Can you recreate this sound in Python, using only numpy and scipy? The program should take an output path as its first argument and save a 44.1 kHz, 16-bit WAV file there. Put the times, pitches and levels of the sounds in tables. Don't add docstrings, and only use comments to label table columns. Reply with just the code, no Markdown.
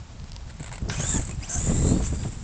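import sys
import numpy as np
from scipy import signal
from scipy.fft import rfft, irfft
from scipy.io import wavfile
from scipy.ndimage import uniform_filter1d

SR = 44100
rng = np.random.default_rng(int(sys.argv[2]) if len(sys.argv) > 2 else 0)


def unload_wav(signal):
    wavfile.write(
        sys.argv[1],
        SR,
        np.round(np.clip(np.atleast_2d(signal).T, -1, 1) * 32767).astype(np.int16),
    )


def amplitude_ratio(level_db):
    exponent = np.asarray(level_db, float) / 20
    return 10 ** exponent


N = 107251
TIME = np.arange(N) / SR
MESH_BLUR_HZ = 170


def unit(x):
    return x / np.sqrt(np.mean(np.abs(x) ** 2))


def band(x, hz, width_hz):
    return signal.lfilter(*signal.iirpeak(hz, hz / width_hz, SR), x)


def double_band(x, hz, width_hz):
    return band(band(x, hz, width_hz), hz, width_hz)


def colour(points, lo_hz=4.3, hi_hz=20000.):
    f, p = np.arange(1, N // 2 + 2) * SR / N, np.array(points)
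    gain = amplitude_ratio(np.interp(np.log(f), np.log(p[:, 0]), p[:, 1]))
    gain = gain / np.sqrt((1 + (lo_hz / f) ** 4) * (1 + (f / hi_hz) ** 4))
    return irfft(rfft(rng.standard_normal(N)) * gain, N)


def walk(rate_hz):
    k = max(int(SR / rate_hz), 1)
    return unit(uniform_filter1d(uniform_filter1d(rng.standard_normal(N), k), k))


def curve(table, col):
    points = np.array(table)
    return np.interp(TIME, points[:, 0], points[:, col])


def line(hz, blur_hz):
    steady = .55
    wander = steady + walk(2 * blur_hz) + 1j * walk(2 * blur_hz)
    return unit(np.real(wander * np.exp(2j * np.pi * np.cumsum(hz) / SR)))


def gate(start, stop):
    edge_s = .003
    return np.clip(np.minimum(TIME - start, stop - TIME) / edge_s + .5, 0, 1)


# frequency in Hz, density in dB per Hz.
YARD_SPECTRUM = [(250, -5.5), (780, -3), (1300, -7), (2600, -11), (4700, -11.5), (6000, -13), (7500, -11.5),
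                 (9000, -37.5)]


def yard():
    return amplitude_ratio(-52.5 + walk(49)) * unit(colour(YARD_SPECTRUM, lo_hz=300.))


# time in seconds, level in dB.
GUST_LEVELS = [(0.0, -41.5), (0.8, -37), (0.82, -29), (1.14, -31.5), (1.2, -25.5), (1.23, -33.5),
               (1.54, -35), (1.56, -27), (1.89, -22.5), (2.24, -30), (2.27, -25.5), (2.31, -34.5),
               (2.43, -34)]
# start in seconds, peak in dB, frequency in Hz.
WIND_BUFFETS = [(0.601, -28.5, 134), (0.826, -29.5, 70), (0.854, -24, 71), (0.839, -32.5, 152),
                (0.88, -28, 195), (0.995, -20.5, 143), (1.034, -22.5, 116), (1.14, -22.5, 169),
                (1.155, -25, 222), (1.19, -34, 128), (1.208, -37, 120), (1.29, -30.5, 150),
                (1.605, -29, 125), (1.669, -22, 124), (1.693, -15.5, 175), (1.713, -21, 240),
                (1.758, -23.5, 121), (1.818, -16.5, 120), (1.844, -18, 114), (1.866, -17, 119.4),
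                (1.91, -24.5, 275), (1.959, -23.5, 207), (1.999, -21.5, 164), (2.123, -28.5, 257),
                (2.193, -31, 121), (2.249, -23, 153)]
# frequency in Hz, density in dB per Hz.
WIND_SPECTRUM = [(12, -19), (22, 0), (48, 4), (173, -3.5), (394, -17.5), (1200, -41.5), (2600, -81.5)]


def wind():
    rise_s = .005
    gust_db = curve(GUST_LEVELS, 1)
    roll = unit(colour(WIND_SPECTRUM, hi_hz=166.0)) * amplitude_ratio(2.0 * walk(54))
    edge_db = 3.87 * walk(32) - 17.5 + 0.62 * (gust_db + 39.5)
    edge = unit(colour(WIND_SPECTRUM, lo_hz=226.5)) * amplitude_ratio(edge_db)
    hits, t = np.zeros(N + 3000), np.arange(3000) / SR
    envelope = (t / rise_s) * np.exp(1 - t / rise_s)
    for s, db, hz in WIND_BUFFETS:
        rough = unit(double_band(rng.standard_normal(3000), 280, 400))
        puff = np.sin(2 * np.pi * hz * t) + 0.39 * hz / 170 * rough
        hits[int(s * SR):][:3000] += amplitude_ratio(db) * puff * envelope
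    return amplitude_ratio(gust_db) * (roll + edge) + hits[:N]


# start in seconds, peak in dB, ring in Hz.
GRIT_TICKS = [
    (0.1985, -30.5, 4400),
    (0.2175, -37, 4500),
    (0.2418, -31.5, 5000),
    (0.296, -34.5, 5530),
    (0.319, -23, 5200),
    (0.3317, -30.5, 4600),
    (0.3585, -37, 4300),
    (0.3639, -19, 5000),
    (0.376, -45, 4500),
    (2.2347, -25.5, 3200),
]


def ticks():
    out, t = np.zeros(N + 900), np.arange(900) / SR
    for s, db, hz in GRIT_TICKS:
        ring = np.sin(2 * np.pi * hz * t) * np.exp(-t / 0.00028)
        hiss = 0.3 * band(rng.standard_normal(900), 3800, 2700) * np.exp(-t / 0.0017)
        body = 0.075 * np.sin(2 * np.pi * 950 * t) * np.exp(-t / 0.0038)
        out[int(s * SR):][:900] += amplitude_ratio(db) * (ring + hiss + body)
    return out[:N]


# start in seconds, peak in dB, treble in dB relative to the peak.
CHASSIS_RATTLES = [(0.494, -31.5, -15), (0.498, -35.5, -27), (0.505, -30.5, -15), (0.539, -37, -9),
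                   (0.565, -41, -7), (0.596, -28.5, -9), (0.603, -31, -7), (0.612, -44, -4),
                   (0.627, -23.5, -4.5), (0.642, -24, -11), (0.66, -24, -11), (0.669, -30, -8),
                   (0.677, -24.5, -16), (0.691, -29, -15), (0.714, -26, -21), (0.725, -21.5, -7.5),
                   (0.736, -25, -9), (0.745, -29.5, -9), (0.755, -22.5, -12.5), (0.779, -25.5, -15),
                   (0.817, -40, -1), (0.961, -21.5, -2), (1.176, -25, 9), (1.195, -21.5, -7.5),
                   (1.213, -28, 5), (1.221, -24.5, -9), (1.233, -42, -2), (1.249, -33.5, 11.5),
                   (1.269, -30, 1), (1.276, -34.5, 5), (1.292, -24, -1), (1.31, -27.5, -3),
                   (1.346, -34, -1), (2.026, -37.5, 1), (2.07, -34.5, 6.5), (2.198, -51, -2.5),
                   (2.236, -26, -19), (2.282, -35, 0.5), (2.324, -34.5, 1.5)]
# frequency in Hz, width in Hz, level in dB.
CHASSIS_MODES = [(640, 245, 5), (930, 460, 4), (1490, 240, 1.5), (2140, 270, 6), (2920, 4700, -5),
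                 (4300, 190, 1)]


def rattles():
    decay_s = .005
    low, high = np.zeros(N), np.zeros(N)
    for s, db, treble_db in CHASSIS_RATTLES:
        u = np.clip((TIME - s) / decay_s, 0, 40)
        envelope = amplitude_ratio(db) * np.minimum(u * 4, 1) * np.exp(-u)
        low += envelope
        high += envelope * amplitude_ratio(treble_db + 4.5)
    grain = rng.standard_normal(N) * amplitude_ratio(1.5 * walk(520))
    body = unit(sum((-1) ** k * amplitude_ratio(db) * band(grain, f, w) for k, (f, w, db) in enumerate(CHASSIS_MODES)))
    shell = unit(double_band(grain, 7400, 1500))
    return amplitude_ratio(-11.5) * (low * body + high * shell)


# start in seconds, length in seconds, frequency in Hz, level in dB.
HOUSING_HUMS = [(.91, .023, 1550, -39), (.97, .027, 2500, -41), (.998, .03, 3000, -44),
                (1.0, .06, 1600, -42), (1.11, .08, 1750, -44), (1.14, .05, 900, -45),
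                (1.31, .018, 2500, -47), (1.495, .11, 700, -46), (1.495, .1, 1560, -49),
                (1.62, .3, 2000, -55), (.713, .012, 930, -44)]


def hums():
    return sum(amplitude_ratio(db) * gate(s, s + length) * line(np.full(N, hz), 70)
               for s, length, hz, db in HOUSING_HUMS)


# frequency in Hz, width in Hz, level in dB.
LAUNCH_MODES = [(900, 500, 1), (1600, 600, 3), (2500, 900, 1), (3700, 800, 0), (5400, 1000, 4)]


def launch():
    start_s, creep_s, fade_s = .897, .011, .009
    u = TIME - start_s
    crack = unit(sum(amplitude_ratio(db) * band(band(rng.standard_normal(N), f, w), f, 1.04 * w)
                     for f, w, db in LAUNCH_MODES))
    scrape = unit(band(band(rng.standard_normal(N), 5300, 1900), 5800, 2100))
    creep = amplitude_ratio(-15) * gate(start_s - creep_s, start_s) * scrape
    return amplitude_ratio(-25) * (creep + crack * (u > 0) * np.exp(-np.abs(u) / fade_s))


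# time in seconds, gear mesh in Hz, whine level in dB, grind level in dB.
SPRINT_RUN = [
    (.9, 3000, -69, -68),
    (.91, 3000, -43, -41),
    (.985, 3150, -41.5, -40),
    (1.003, 3200, -31.5, -35.5),
    (1.03, 3320, -30.5, -38),
    (1.07, 3590, -30, -38.5),
    (1.12, 3720, -25.5, -39.5),
    (1.15, 3540, -28.5, -40),
    (1.172, 3350, -29, -38),
]
COAST_RUN = [
    (1.19, 3150, -33, -43),
    (1.222, 3100, -35, -44),
    (1.236, 3650, -42, -49.5),
    (1.305, 3680, -44, -51),
    (1.33, 3680, -51, -56),
    (1.385, 3723, -56, -62),
    (1.41, 3646, -47, -54),
    (1.43, 3646, -43, -48),
    (1.48, 3605, -46, -48),
]
PULL_RUN = [
    (1.488, 3000, -47, -48),
    (1.495, 3090, -31, -45),
    (1.575, 3100, -31, -45),
    (1.625, 3560, -35, -46),
    (1.69, 3540, -35, -45),
    (1.75, 3700, -34, -45),
    (1.9, 3710, -34, -46),
    (1.98, 3680, -42, -47),
]
AWAY_RUN = [
    (2.002, 3650, -41.5, -50.5),
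    (2.025, 3380, -40.5, -44),
    (2.052, 2944, -37, -46),
    (2.075, 3623, -35.5, -46),
    (2.12, 3542, -41.5, -48.5),
    (2.28, 3664, -47, -51),
    (2.43, 3590, -50.5, -54.5),
]
# mesh tone in dB relative to the grind, one row per phase.
MESH_LEVELS = [-4, -30, -8.5, -15]
# gear lines in dB relative to the whine, one row per phase.
LINE_LEVELS = [-1, -12, -1, -6]
# multiple of the mesh rate, level in dB relative to the whine, blur in Hz.
MESH_ORDERS = [(1.87, -12, 350), (2, 0, 170), (2.12, -7, 260), (2.24, -8, 300), (2.38, -10, 400)]
# frequency in Hz, width in Hz, level in dB relative to the whine.
SHELL_MODES = [(7350, 550, -6.5), (7200, 1900, -7), (8100, 600, -11)]
# frequency in Hz, density in dB per Hz.
GRIND_SPECTRUM = [(400, -1), (1400, -4), (2800, -8), (4200, -11), (6000, -6), (8000, -44)]


def motor():
    runs = (SPRINT_RUN, COAST_RUN, PULL_RUN, AWAY_RUN)
    table = [tuple(row) + (mesh_db, line_db)
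             for run, mesh_db, line_db in zip(runs, MESH_LEVELS, LINE_LEVELS) for row in run]
    hz = uniform_filter1d(curve(table, 1), size=200)
    shaft_hz = 89.3 * hz / 3700
    throb = 1 + 0.13 * np.sin(2 * np.pi * np.cumsum(shaft_hz) / SR)
    throb = throb * amplitude_ratio(1.5 * walk(45))
    orders = sum(amplitude_ratio(db) * line(k * hz, blur) / (1 + ((k * hz - 7200) / 1500) ** 2)
                 for k, db, blur in MESH_ORDERS)
    hiss = sum(amplitude_ratio(db) * unit(double_band(rng.standard_normal(N), f, w)) for f, w, db in SHELL_MODES)
    whine = amplitude_ratio(curve(table, 5)) * orders + hiss
    mesh = amplitude_ratio(curve(table, 4)) * line(hz, MESH_BLUR_HZ) / (1 + ((hz - 3600) / 330) ** 2)
    grind = unit(colour(GRIND_SPECTRUM, lo_hz=497.0)) * amplitude_ratio(0.68 * walk(150)) + mesh
    return throb * (amplitude_ratio(curve(table, 2) - 1.5) * whine + amplitude_ratio(curve(table, 3)) * grind)


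# start in seconds,
# length in seconds, from Hz, to Hz, level in dB.
WHEEL_SPINS = [
    (.926, .024, 2100, 3300, -45),
    (.93, .016, 4500, 5600, -50),
    (.93, .034, 6500, 7900, -46),
    (1.412, .014, 1950, 2100, -51),
    (1.426, .028, 2250, 3150, -43),
    (1.423, .013, 4750, 5000, -43),
    (1.436, .035, 5300, 8300, -46.5),
    (1.474, .021, 4400, 5600, -47),
    (1.47, .025, 2200, 2800, -53),
]


def spins():
    out = np.zeros(N)
    for s, length, from_hz, to_hz, db in WHEEL_SPINS:
        u = np.clip(TIME - s, 0, length)
        hz = from_hz + (to_hz - from_hz) * u / length
        out += amplitude_ratio(db) * gate(s, s + length) * amplitude_ratio(2.5 * walk(150)) * line(hz, MESH_BLUR_HZ)
    return out


# time in seconds, frequency in Hz, level in dB.
AXLE_SONG = [
    (1.72, 3800, -64),
    (1.79, 4050, -51),
    (1.85, 4000, -56),
    (1.92, 4200, -52),
    (1.97, 4520, -51),
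    (2.02, 4550, -56),
    (2.12, 4550, -66),
    (2.17, 4750, -54),
    (2.24, 4750, -57),
    (2.3, 4700, -70),
]


def axle():
    level_db = curve(AXLE_SONG, 2) + 2.7 * walk(23)
    return amplitude_ratio(level_db) * line(curve(AXLE_SONG, 1), 200) * gate(AXLE_SONG[0][0], AXLE_SONG[-1][0])


# delay in seconds, level in dB.
YARD_ECHOES = [
    (.011, -40),
    (.023, -24),
    (.045, -23),
]


def scene():
    buggy = ticks() + rattles() + hums() + launch() + motor() + spins() + axle()
    echoes = sum(amplitude_ratio(db) * np.pad(buggy, (int(s * SR), 0))[:N] for s, db in YARD_ECHOES)
    return (buggy + echoes + yard() + wind())[None]


def band_limit(x):
    return signal.sosfilt(signal.butter(12, 9220, fs=SR, output="sos"), x)


def record(dry):
    soft = signal.sosfilt(signal.butter(6, 8550, fs=SR, output="sos"), dry)
    mix = signal.sosfilt(signal.ellip(10, .3, 75, 8800, fs=SR, output="sos"), soft)
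    return band_limit(mix)


dry = scene()
out = record(dry)
unload_wav(out)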